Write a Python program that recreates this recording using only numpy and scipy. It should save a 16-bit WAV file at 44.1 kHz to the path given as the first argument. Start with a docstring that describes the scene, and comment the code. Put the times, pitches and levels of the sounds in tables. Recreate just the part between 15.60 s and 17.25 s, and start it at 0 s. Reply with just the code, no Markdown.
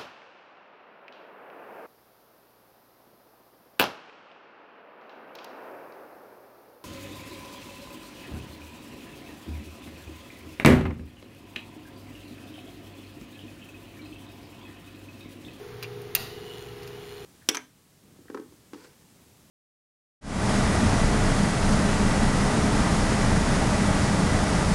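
"""A pendulum clock, with the microphone close to its open brass movement. A lever lifts with a soft
double click, then snaps down hard, steel on brass, and sets the wheel train whirring faintly: teeth
scrape and an arbor rubs in its pivot. The gong rods hum on from an earlier stroke, over the room's
hiss, mains hum and a deep rumble. The recorder's limiter ducks at the snap."""
import sys
import numpy as np
from scipy import signal
from scipy.fft import rfft, irfft, next_fast_len
from scipy.io import wavfile
from scipy.ndimage import uniform_filter1d

SR = 44100
rng = np.random.default_rng(int(sys.argv[2]) if len(sys.argv) > 2 else 0)


def store_pcm(level_fs):
    """Save levels as 16-bit WAV."""
    pcm = np.round(np.clip(level_fs, -1, 1) * 32767).astype(np.int16)
    wavfile.write(sys.argv[1], SR, np.atleast_2d(pcm).T)


N = 72765
T = np.arange(N) / SR


def amp(db):
    """Decibels to gain."""
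    return 10 ** (np.asarray(db) / 20)


def curve(table, at, column=1):
    """Joins the rows of a table by straight lines."""
    rows = np.array(table, float)
    return np.interp(at, rows[:, 0], rows[:, column])


def spectrum(table, hz, column=1):
    """Reads a table on a log-frequency axis."""
    rows = np.array(table, float)
    return np.interp(np.log(hz + 1), np.log(rows[:, 0]), rows[:, column])


def colour(x, db_of):
    """Minimum-phase filter with the gain db_of(Hz)."""
    size = next_fast_len(2 * len(x))
    hz = abs(np.fft.fftfreq(size, 1 / SR))
    log_gain = np.log(amp(np.maximum(db_of(hz), -140)))
    response = np.exp(np.conj(signal.hilbert(log_gain)))
    return irfft(rfft(x, size) * response[:size // 2 + 1], size)[:len(x)]


def white():
    """Noise at 0 dB per Hz."""
    return rng.standard_normal(N) * np.sqrt(SR / 2)


def drift(rate_hz):
    """Slow random motion of unit rms."""
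    rates = np.geomspace(rate_hz / 8, rate_hz, 16)
    x = sum(np.sin(2 * np.pi * (hz * T + rng.random())) / np.sqrt(hz) for hz in rates)
    return (x - x.mean()) / x.std()


def resonate(x, hz, width_hz):
    """One resonance, scaled to unit rms."""
    detuning = (np.fft.rfftfreq(N, 1 / SR) - hz) / width_hz
    y = irfft(rfft(x) / (1 + detuning ** 2), N)
    return y / y.std()


def tail(table):
    """Dense echoes, each band dying at its own speed."""
    hz, t, bands = signal.stft(white(), SR, nperseg=256)
    db, t60 = spectrum(table, hz[:, None]), spectrum(table, hz[:, None], column=2)
    return signal.istft(bands * amp(db - 60 * t / t60), SR, nperseg=256)[1][:N]


# gong rods inside the clock, still ringing (frequency [Hz], level [dB])
ROD_TONES = [(87.5, -64.5), (151, -58), (180, -61), (268, -61.5), (346.5, -57.5), (366.2, -55),
             (408.1, -45), (430.6, -49.5), (482.1, -51.5), (724, -67), (805, -67)]
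# their ringing swells and sinks (time [s], level [dB])
ROD_SWELL = [(0, 1), (.17, -4), (.37, 1), (.52, -1), (.63, -3.5), (.8, 1.5), (1.05, -2), (1.27, 0),
             (1.45, -4), (1.65, 0)]


def gong_rods():
    """Rods struck earlier hold long, slightly wavering tones that beat against one another."""
    tones = np.zeros(N)
    for hz, db in ROD_TONES:
        gain = amp(db + 1.5 * drift(rate_hz=4.96))
        turns = hz * T + rng.random() + .05 * drift(rate_hz=5.77)
        tones += gain * np.sin(2 * np.pi * turns)
    return np.sqrt(2) * amp(curve(ROD_SWELL, T)) * tones


# mains hum in the room (time [s], level [dB])
MAINS_HUM = [(0, -56), (.12, -48), (.35, -46), (.52, -50.5), (.8, -55.5), (1.1, -49.5), (1.35, -53),
             (1.65, -61)]
# deep rumble at the microphone (time [s], level [dB])
RUMBLE = [(0, -64), (.25, -60), (.42, -63), (.6, -59), (.82, -63), (1.05, -59), (1.25, -49), (1.4, -57),
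          (1.65, -60)]
# hiss of the room around the clock (frequency [Hz], level [dB per Hz])
ROOM_HISS = [(20, -84), (35, -85), (55, -110), (75, -81), (110, -68), (160, -77), (260, -79), (450, -81.5),
             (560, -87), (730, -81), (1100, -84), (2000, -86), (4000, -91.5), (6500, -98.5), (9000, -102),
             (12500, -101), (14500, -105), (15700, -101)]


def room_tone():
    """Steady hiss, a wavering mains hum and a deep rumble that comes and goes."""
    hum_phase = 2 * np.pi * 120 * T + .5 * drift(rate_hz=12)
    hum = np.sqrt(2) * amp(curve(MAINS_HUM, T)) * np.sin(hum_phase)
    rumble = amp(curve(RUMBLE, T)) * resonate(white(), hz=60, width_hz=7.8)
    hiss = colour(white(), lambda hz: spectrum(ROOM_HISS, hz))
    return hiss + hum + rumble


# steel on brass, from close up (frequency [Hz], relative level [dB])
CRACK_SPECTRUM = [(300, -64), (900, -63), (1200, -56), (1450, -60), (2100, -53), (2700, -44), (3400, -54),
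                  (4400, -49), (4900, -50), (5500, -58), (6100, -51), (7000, -53), (9000, -55), (9900, -57),
                  (10600, -48), (12100, -48), (12700, -56), (13500, -39), (14300, -40), (14800, -54),
                  (16000, -68)]
CONTACT_RISE_S, CONTACT_HOLD_S, CONTACT_DECAY_S = .0006, .0014, .0008


def crack():
    """An even, broadband chatter during one brief contact, coloured by steel on brass."""
    release = np.exp(-np.clip(T - CONTACT_HOLD_S, 0, .1) / CONTACT_DECAY_S)
    contact = np.minimum(T / CONTACT_RISE_S, 1) * release
    burst = white() * contact
    for _ in range(3):  # flatten the spectrum while keeping the burst short
        flat = irfft(np.exp(1j * np.angle(rfft(burst))), N)
        burst = flat * np.sqrt(contact)
    burst *= np.sqrt(SR / 2 * np.sum(contact ** 2) / np.sum(burst ** 2))
    return colour(burst, lambda hz: spectrum(CRACK_SPECTRUM, hz))


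# modes of the lever and plate (frequency [Hz], relative level [dB], t60 [s])
BRASS_MODES = [(650, -40, .2), (765, -36, .32), (1416, -46, .55), (1893, -43, .6), (1914, -40.5, .65),
               (2710, -17, .05), (2724, -38, .4), (2806, -19, .07), (2818, -41, .45), (2878, -21, .07),
               (2896, -40, .6), (3232, -28, .08), (3338, -47, .4), (3946, -42, .45), (4463, -42, .55),
               (4576, -44, .55), (4613, -40, .3), (4764, -38, .35), (4905, -22, .07), (4917, -43, .6),
               (11525, -21, .025), (12200, -23, .022), (13585, -10, .011), (14275, -6, .011)]
# the room's answer, heard from beside the clock (frequency [Hz], relative level [dB], t60 [s])
ROOM_ECHOES = [(220, -62, 0.51), (453, -65.5, 0.51), (750, -69, 0.54), (1300, -63.5, 0.4),
               (1670, -85, 0.84), (1920, -69, 1), (2210, -79, .8), (2770, -65, 0.72), (3200, -75, .8),
               (3800, -65.5, 0.69), (4870, -71, 0.76), (5160, -76, 0.68), (6900, -76.5, 0.57),
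               (9000, -79, 0.52), (12500, -77.5, 0.47), (14400, -74.5, 0.47), (15200, -84, .42)]


def brass_ring():
    """Struck brass rings, each mode dying at its own speed, as the room's echoes build behind it."""
    modes = sum(amp(db - 60 * T / t60) * np.sin(2 * np.pi * (hz * T + rng.random()))
                for hz, db, t60 in BRASS_MODES)
    echoes = tail(ROOM_ECHOES) * (1 - np.exp(-T / .014))
    return modes * np.minimum(T / CONTACT_RISE_S, 1) + echoes


# modes of the lifting arm (frequency [Hz], relative level [dB], t60 [s])
ARM_MODES = [(420, -38, .04), (1850, -48, .04), (2234, -43, .035), (2413, -37, .05), (2530, -43, .03),
             (2712, -39, .045), (2930, -46, .035), (3315, -46, .04), (4240, -53, .04), (4630, -55, .04),
             (5990, -57, .04)]


def arm_clack(rise_s=.0003):
    """The lifting arm's modes start together and die fast, damped by a finger."""
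    modes = sum(amp(db - 60 * T / t60) * np.sin(2 * np.pi * hz * T) for hz, db, t60 in ARM_MODES)
    return modes * np.minimum(T / rise_s, 1)


# early reflections inside the clock case (frequency [Hz], relative level [dB], t60 [s])
CASE_ECHOES = [(150, -63, 0.15), (895, -69, 0.13), (1230, -63.5, 0.14), (2600, -55.5, 0.078),
               (3460, -59, 0.059), (4560, -52, 0.051), (5900, -58, 0.062), (11000, -57, 0.037),
               (13900, -62, 0.05), (16000, -63, .04)]
# lever contacts close to the microphone, with a gain for each part # (time [s], crack [dB], case echoes [dB],
# brass and room [dB], arm clack [dB], treble shelf [dB])
LEVER_CONTACTS = [(.2264, -23, -17.5, -44, -13, -12.5), (0.2272, -26, -19.5, -48, -2.5, -15),
                  (.2318, -28, -19.5, -50, -10, -6), (0.2438, -32, -33, -27, 0, -20),
                  (.417, -54, -39.5, -48, -40, 8.5), (.5503, -3.5, -2.5, -3.5, -3, 3.5),
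                  (0.5522, -2.5, -12, -25, -3, -3), (.5580, -23, -16, -23, -14, -2),
                  (.5640, -20, -16, -24, -4, -7), (1.223, -50, -30.5, -45, -20, -12),
                  (1.231, -52, -28.5, -51, -20, -4.5), (1.2755, -62, -28.5, -36, -15, -2)]
TREBLE_RAMP_HZ = (4800, 8500)


def lever():
    """Each contact cracks, echoes briefly inside the case, rings the brass and makes the lifting arm clack."""
    out = np.zeros(N)
    ring, clack = brass_ring(), arm_clack()
    for time_s, crack_db, case_db, ring_db, arm_db, treble_db in LEVER_CONTACTS:
        click = amp(crack_db) * crack() + amp(case_db) * tail(CASE_ECHOES)
        click += amp(ring_db) * ring + amp(arm_db) * clack
        click = colour(click, lambda hz: np.interp(hz, TREBLE_RAMP_HZ, [0, treble_db]))
        start = round(time_s * SR)
        out[start:] += click[:N - start]
    return out


# the wheel train's run in the open movement (time [s], rate [teeth per s], level [dB])
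TRAIN_RUN = [(.74, 121, -7), (.84, 124, -1), (.93, 131, 2.5), (.99, 120, 3), (1.06, 133, -1),
             (1.09, 134, -8), (1.21, 138, -3), (1.33, 140, -5), (1.42, 140, -3), (1.49, 130, 1),
             (1.65, 144, -1)]
# meshing teeth, from close up (frequency [Hz], relative level [dB])
TOOTH_SPECTRUM = [(1000, -100), (2200, -96), (3400, -86), (4300, -98), (5500, -100), (6500, -101),
                  (7300, -91.5), (9000, -98), (10000, -101), (10800, -100.5), (12000, -103), (14000, -102),
                  (15500, -107)]
TOOTH_DECAY_S, TOOTH_SCATTER_DB, JITTER_TEETH = .0024, 1.8, .11


def wheel_train():
    """One tiny scrape per tooth as the train gathers speed, with a pivot rasping in step."""
    rate = curve(TRAIN_RUN, T)
    teeth_passed = abs(np.cumsum(rate) / SR + JITTER_TEETH * drift(rate_hz=60))
    strength = amp(TOOTH_SCATTER_DB * rng.standard_normal(N))[teeth_passed.astype(int)]
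    since_tooth_s = (teeth_passed % 1) / rate
    scrapes = strength * np.exp(-since_tooth_s / TOOTH_DECAY_S)
    scrapes /= np.sqrt(np.mean(scrapes ** 2))
    gain = amp(curve(TRAIN_RUN, T, column=2)) * (T > TRAIN_RUN[0][0])
    mesh = colour(white() * scrapes * gain, lambda hz: spectrum(TOOTH_SPECTRUM, hz))
    return mesh + pivot_rub(scrapes)


# the pivot's two notes (frequency [Hz], half-width [Hz])
PIVOT_NOTES = [(2920, 68), (4195, 75)]
# their strength at the microphone (time [s], low note level [dB], high note level [dB])
PIVOT_LEVELS = [(.7, -51, -72), (.8, -59.5, -63), (.84, -53.5, -62), (.93, -47, -65), (1.005, -58.5, -60),
                (1.06, -59.5, -68), (1.35, -62, -67), (1.45, -61, -65), (1.65, -63, -63)]


def pivot_rub(scrapes, pulsing=.5):
    """The spinning arbor rubs in its pivot: two thin notes from friction that pulses with the teeth."""
    friction = white() * (1 - pulsing + pulsing * scrapes)
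    notes = sum(amp(curve(PIVOT_LEVELS, T, column)) * resonate(friction, hz, width_hz)
                for column, (hz, width_hz) in enumerate(PIVOT_NOTES, start=1))
    return notes * (T > PIVOT_LEVELS[0][0])


def scene():
    """The clock in its room, in mono from one close position."""
    return (lever() + wheel_train() + gong_rods() + room_tone())[None]


NOTCH_HZ, NOTCH_WIDTH_HZ, NOTCH_DB = 7900, 455, -17.5
THRESHOLD_DB, LIMIT_SHARE, PEAK_FALL_DB_PER_S = -23, .36, 302
CEILING, BAND_EDGE_HZ = .8, 15780


def record(dry):
    """A notch in the microphone's treble, then a quick limiter, soft overload and the band limit."""
    x = colour(dry[0], lambda hz: NOTCH_DB * np.exp(-((hz - NOTCH_HZ) / NOTCH_WIDTH_HZ) ** 2))
    power_db = 10 * np.log10(abs(uniform_filter1d(x ** 2, size=88)) + 1e-12)
    fall_db = T * PEAK_FALL_DB_PER_S
    peak_db = np.maximum.accumulate(power_db + fall_db) - fall_db  # jumps up, sinks steadily
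    excess_db = np.maximum(peak_db - THRESHOLD_DB, 0)
    x = x / amp(LIMIT_SHARE * uniform_filter1d(excess_db, size=66))
    x = CEILING * np.tanh(x / CEILING)
    lowpass = signal.firwin(401, BAND_EDGE_HZ, window=("kaiser", 9), fs=SR)
    return signal.oaconvolve(x, lowpass, "same")[None]


dry = scene()
out = record(dry)
store_pcm(out)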